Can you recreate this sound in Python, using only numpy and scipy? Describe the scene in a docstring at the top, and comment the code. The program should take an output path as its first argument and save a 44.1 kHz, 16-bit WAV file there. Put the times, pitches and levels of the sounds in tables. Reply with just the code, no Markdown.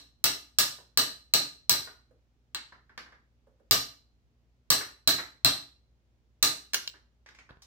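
"""A small hammer taps a steel punch, driving a pin out of a plastic tool handle on a workbench.
Each blow cracks, rings the steel and booms in the bench; the handle knocks as it shifts. At the end
the pin gives way, the freed punch clinks and the pin drops. A small, lively workshop with a faint
mains hum, heard in stereo through the two microphone ports of a phone close to the bench."""
import sys
import numpy as np
from scipy import signal
from scipy.fft import rfft, irfft
from scipy.io import wavfile

SR = 44100
rng = np.random.default_rng(int(sys.argv[2]) if len(sys.argv) > 2 else 0)


def store_wav(level_fs):
    """Save 16-bit WAV to argv[1]."""
    pcm = np.round(np.clip(np.atleast_2d(level_fs), -1, 1) * 32767)
    wavfile.write(sys.argv[1], SR, pcm.T.astype(np.int16))


N = 337894
EVENT_SAMPLES = 24576
AGE_S = np.arange(EVENT_SAMPLES) / SR
PORT_GAP_M, LEFT_LAG_S = .14, .00011


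def undb(db):
    """Decibels to gain."""
    return 10 ** (np.asarray(db) / 20)


def unit(x):
    """Scale to unit energy, averaged over the channels."""
    return x / np.sqrt(np.mean(np.sum(x ** 2, axis=-1)))


def fade(t60):
    """Exponential decay that loses 60 dB in t60 seconds."""
    return np.exp(-np.log(1000) * AGE_S / t60)


def along(hz, points):
    """Read (freq_hz, value) points on a log-frequency axis."""
    freqs, values = np.transpose(points)
    return np.interp(np.log(np.maximum(hz, 1)), np.log(freqs), values)


def colour(x, points):
    """Minimum-phase filter through (freq_hz, gain_db) points."""
    n = x.shape[-1]
    gain = undb(along(np.fft.rfftfreq(n, 1 / SR), points))
    cepstrum = irfft(np.log(gain), n)
    cepstrum[1:n // 2] *= 2
    cepstrum[n // 2 + 1:] = 0
    return irfft(rfft(x) * np.exp(rfft(cepstrum)), n)


def diffuse(n):
    """Noise from all sides at the two ports: alike in the bass, unrelated in the treble."""
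    alike = np.sinc(2 * np.fft.rfftfreq(n, 1 / SR) * PORT_GAP_M / 343)
    mid, side = rfft(rng.standard_normal((2, n))) * np.sqrt([1 + alike, 1 - alike])
    return irfft(np.array([mid + side, mid - side]), n)


def burst(t60, points):
    """Countless short-lived modes heard as one coloured crack."""
    spectrum = rfft(rng.standard_normal(EVENT_SAMPLES) * fade(t60))
    modes = irfft(spectrum / np.sqrt(np.abs(spectrum)))  # no mode stands far above the others
    return unit(colour(modes * fade(10 * t60), points))


def ring(modes, scatter_db, detune):
    """Decaying modes; grip and point of contact shift their strength and pitch a little."""
    out = 0
    for hz, db, t60 in modes:
        size, pitch, polarity = rng.standard_normal(3)
        wave = np.sign(polarity) * np.sin(2 * np.pi * hz * (1 + detune * pitch) * AGE_S)
        out = out + undb(db + scatter_db * size) * unit(wave * fade(t60))
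    return out


# Reverberation of the small workshop: freq_hz, t60_s
ROOM_DECAY = [(100, 0.35), (400, 0.35), (1500, 0.34), (4500, 0.35), (8000, 0.31), (12000, 0.3),
              (16000, 0.097)]
# Reflections off surfaces near the phone: left_delay_s, right_delay_s, level_db
NEAR_ECHOES = [(.0013, .0019, -5), (.0075, .0062, -14), (.0155, .0225, -13)]

def workshop(sound, tail_db, build_s):
    """A sound at the bench reaches the phone directly, off near surfaces and as a dulling tail."""
    hz = np.fft.rfftfreq(EVENT_SAMPLES, 1 / SR)
    centres = np.transpose(ROOM_DECAY)[0]
    noise = rfft(diffuse(EVENT_SAMPLES))
    tail = 0
    for centre, t60 in ROOM_DECAY:
        band = along(hz, np.column_stack([centres, centres == centre]))
        tail = tail + irfft(noise * band) * fade(t60)
    paths = undb(tail_db) * unit(tail * (1 - np.exp(-AGE_S / build_s)))
    paths[0, round(LEFT_LAG_S * SR)] += 1  # the direct sound
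    paths[1, 0] += 1
    for left_s, right_s, db in NEAR_ECHOES:
        paths[0, int(left_s * SR)] += undb(db)
        paths[1, int(right_s * SR)] += undb(db)
    wet = signal.fftconvolve(sound[None], paths, axes=1)[:, :EVENT_SAMPLES]
    return unit(wet) * np.sqrt(SR / 10)  # the energy of 0.1 s at rms 1


def add(track, start_s, sound):
    """Mix a stereo sound into the track from start_s."""
    start = round(start_s * SR)
    a, b = max(start, 0), min(start + EVENT_SAMPLES, N)
    track[:, a:b] += sound[:, a - start:b - start]


def blow_tone(light_db, square_db, bright_db):
    """A square blow rings the punch and booms in the bench; a light one loses boom and top."""
    boom_db = .64 * square_db + .85 * light_db
    sizzle_db = 1.1 * bright_db + .67 * light_db
    return [(600, boom_db), (1100, 0), (3300, 0), (3900, square_db), (4300, square_db),
            (5000, bright_db), (8500, bright_db), (11000, sizzle_db)]


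# Blows close to the phone: start_s, level_db, squareness_db, brightness_db, left_minus_right_db
HAMMER_BLOWS = [(-0.21, -20, 2.5, -1, -0.5), (0.2406, -22.5, -2, -0.5, 0.5),
                (0.5864, -23, -0.5, 2.5, -1.25), (0.974, -22.5, 0.5, -1.24, 0), (1.3376, -24, 5.5, 0.5, 0),
                (1.6947, -23, 1, 1.5, 0.8), (2.547, -33, 1, -8, 1), (3.71, -21, -1.5, -1, -0.5),
                (4.7028, -22, -0.5, 0, 1), (5.0749, -22, 2, -1.5, -1), (5.447, -21, 2, -3, -0.5),
                (6.427, -22.5, 0.5, 0.2, -1)]
# Punch, hammer head and the bench under them: pitch_hz, energy_db, t60_s
STRUCK_MODES = [(126.5, -24, 0.058), (284, -26.5, 0.29), (421.8, -30, 0.14), (657, -25, 0.069),
                (1213, -15.5, 0.051), (1682, -23, 0.15), (2737, -18, 0.14), (2987, -20.5, 0.069),
                (3430, -22, .05), (3810, -14, .05), (4020, -9, .04), (4080, -7, .09), (4089, -31, .62),
                (4104, -29, .55), (4200, -12, .05), (4335, -14, .04), (4690, -12, .04), (5270, -16, .05),
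                (5680, -14, .07), (6000, -20, .05), (7190, -20, .02), (7950, -19, .025),
                (8460, -18.5, 0.17), (15000, -13, 0.022), (15500, -11, 0.0088)]
# Spectrum of the contact crack: freq_hz, density_db
CRACK_SPECTRUM = [(30, -36.5), (70, -9.5), (130, -6), (200, -7), (300, -2), (450, -6.5), (650, -4.5),
                  (1050, -4), (1700, 4.5), (2400, -2.5), (4400, 2.5), (5800, 4), (6600, -0.5), (8300, 2.5),
                  (9400, -8.5), (15600, 6.5)]

def hammer_blows():
    """Steel on steel: a hard crack, the ring of the punch, a longer shudder of handle and bench."""
    out = np.zeros((2, N))
    firm_db = -22.5
    for start_s, db, square_db, bright_db, pan_db in HAMMER_BLOWS:
        force_db = db - firm_db
        light_db = min(force_db, 0)  # a tap lighter than firm rings the steel less
        reverb_db = .7 * force_db  # harder blows sound fuller and more reverberant, lighter taps drier
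        crack = colour(burst(.0084, CRACK_SPECTRUM), [(200, -12), (1500, -5), (4000, 6.5), (15000, 5)])
        crack = undb(-.5) * workshop(crack, tail_db=-2.5 + reverb_db, build_s=.008)
        steel = ring(STRUCK_MODES, scatter_db=2.5, detune=.002)
        steel = undb(-3.2 + .29 * light_db) * workshop(steel, tail_db=.8 + reverb_db, build_s=.006)
        shudder = burst(.061, CRACK_SPECTRUM)
        shudder = colour(shudder, [(200, .5), (1500, -4), (4000, -5.5), (15000, -15)])
        shudder = undb(-9) * workshop(shudder, tail_db=16 + reverb_db, build_s=.0027)
        blow = colour(crack + steel + shudder, blow_tone(light_db, square_db, bright_db))
        port_gains = undb([[db + pan_db / 2], [db - pan_db / 2]])
        add(out, start_s, blow * port_gains)
    return out


# Still workshop air all round the phone: freq_hz, density_db
AIR_SPECTRUM = [(20, -20), (40, -9), (65, -6), (100, -10), (160, -15), (300, -19), (600, -25), (1000, -31),
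                (4000, -36.5), (6500, -40), (9000, -51), (16000, -51)]
# Mains hum in the room: pitch_hz, rms_db
MAINS_HUM = [(59.6, -68.5), (119.3, -78), (240, -85)]

def room_tone(air_db, rumble_db):
    """Still air with a faint mains hum, and a low rumble that differs at each port."""
    air = unit(colour(diffuse(N), AIR_SPECTRUM)) * np.sqrt(N)
    rumble_spectrum = [(20, -15.5), (50, 3.5), (90, -4.5), (200, -17), (1000, -59.5)]
    rumble = unit(colour(rng.standard_normal((2, N)), rumble_spectrum)) * np.sqrt(N)
    t = np.arange(N) / SR
    hum = sum(np.sqrt(2) * undb(db) * np.sin(2 * np.pi * (hz * t + rng.random()))
              for hz, db in MAINS_HUM)
    return undb(air_db) * air + undb(rumble_db) * rumble + hum


# Handle and tools shifting on the bench: start_s, level_db, pitch_hz, hardness_db
HANDLE_KNOCKS = [(0.785, -62, 490, 10), (1.872, -53, 1400, -1), (2.109, -68.5, 463, -0.5),
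                 (2.722, -57.5, 1600, -4), (2.894, -63.5, 1570, -6), (2.977, -46.5, 1570, 9.5),
                 (3.058, -61, 1550, -12), (3.122, -61.5, 1640, -4), (3.47, -68.5, 480, -2),
                 (3.598, -70.5, 522, -3), (4.81, -44, 1640, -2.5), (5.184, -42, 1780, -5),
                 (6.94, -62.5, 1640, -5.5), (7.261, -60, 1866, 4), (7.288, -59.5, 1685, 6.5),
                 (7.348, -64.5, 1950, 7), (7.387, -58.5, 2040, 0), (7.491, -59, 1450, -3.5),
                 (7.62, -61, 5530, -1)]
# The broad hump around a knock's pitch: pitch_ratio, density_db
KNOCK_SPECTRUM = [(.04, -28), (.17, -6), (0.402, -10), (0.702, -3), (1.1, 1.5), (1.6, -13.5), (3.2, -16),
                  (5.5, -39)]
# Treble lift from a hard contact: pitch_ratio, hardness_share
HARD_EDGE = [(1.1, 0), (1.8, 1)]

def handle_knocks():
    """Dead, hollow knocks of plastic and tools under the hand; softer contacts scuff on for longer."""
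    out = np.zeros((2, N))
    for start_s, db, pitch_hz, hard_db in HANDLE_KNOCKS:
        body = [(pitch_hz * ratio, hump_db + hard_db * np.interp(ratio, *np.transpose(HARD_EDGE)))
                for ratio, hump_db in KNOCK_SPECTRUM]
        scuff = burst(.06 * 2 ** (-hard_db / 9), body)  # 9 dB softer lasts twice as long
        add(out, start_s, undb(db) * workshop(scuff, tail_db=.5, build_s=.0026))
    return out


# The punch jolting as the pin gives way: start_s, level_db, knock_db, crack_db
PUNCH_CLINKS = [(6.734, -37, -3, 2), (6.7432, -30.5, -6, 6)]
# The punch ringing free: pitch_hz, energy_db, t60_s
FREE_PUNCH_MODES = [(1620, -10, .07), (2845, -4, .045), (4125, -5, .07), (4750, -5, .04), (5610, -5, .04),
                    (6450, -8, .04), (11100, -14, .03), (15500, -7, .04)]

def punch_clinks():
    """The freed punch jumps against the handle and rings at its own pitches."""
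    out = np.zeros((2, N))
    for start_s, db, knock_db, crack_db in PUNCH_CLINKS:
        knock = burst(.1, [(60, -17), (300, 3.5), (800, -3), (1600, 10), (3000, -8), (12000, -10.5)])
        crack = burst(.025, [(300, -14), (1500, -1), (3000, 1.5), (5500, 1), (9000, -8), (15000, -6)])
        steel = ring(FREE_PUNCH_MODES, scatter_db=1.5, detune=.001)
        clink = steel + undb(knock_db) * knock + undb(crack_db) * crack
        add(out, start_s, undb(db) * workshop(clink, tail_db=-5.5, build_s=.0013))
    return out


# The pin landing on the bench beside the phone: start_s, level_db
PIN_LANDING = [(6.8757, -41.5)]
# The pin and what it lands on: pitch_hz, energy_db, t60_s
LANDING_MODES = [(2840, -2, .035), (3080, -4, .02), (4100, -2, .03), (4450, -4, .02), (6850, -16, .03),
                 (7680, -21, .19), (15500, -15, .07)]

def pin_drop():
    """The pin lands with a click and a ping, so near that the room hardly answers."""
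    out = np.zeros((2, N))
    for start_s, db in PIN_LANDING:
        click = burst(.006, [(300, -30), (1500, -16), (2800, 0), (4500, 0), (7000, -14), (15000, -28)])
        ping = ring(LANDING_MODES, scatter_db=1, detune=.001) + undb(1.5) * click
        add(out, start_s, undb(db) * workshop(ping, tail_db=-15, build_s=.0038))
    return out


# Ticks right by the microphones: start_s, level_db
FINGER_TICKS = [(7.5075, -57), (7.571, -66)]

def finger_ticks():
    """Small things tick under the fingers, short and dry."""
    out = np.zeros((2, N))
    for start_s, db in FINGER_TICKS:
        tick = burst(.0026, [(60, 16), (400, 7.5), (1500, -7), (4000, 0), (7000, -36), (15000, -34)])
        add(out, start_s, undb(db) * workshop(tick, tail_db=-16, build_s=.006))
    return out


def scene():
    """All the work at the bench over the room tone."""
    work = hammer_blows() + handle_knocks() + punch_clinks() + pin_drop() + finger_ticks()
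    return work + room_tone(air_db=-73, rumble_db=-73)


def record(dry):
    """The left port is the brighter one; the phone rounds the peaks and cuts deep bass and the top."""
    left = colour(dry[0], [(100, 0), (400, -.6), (4500, -.4), (8000, 1.5), (13000, 2.5)])
    right = colour(dry[1], [(100, 0), (400, 1), (4500, 1), (8000, -1.2), (13000, -3)])
    rounded = .9 * np.tanh(np.array([left, right]) / .9)
    bass_cut = signal.butter(2, 45, "high", fs=SR, output="sos")
    top_cut = signal.ellip(10, .2, 65, 15900, fs=SR, output="sos")
    return signal.sosfilt(top_cut, signal.sosfilt(bass_cut, rounded))


dry = scene()
out = record(dry)
store_wav(out)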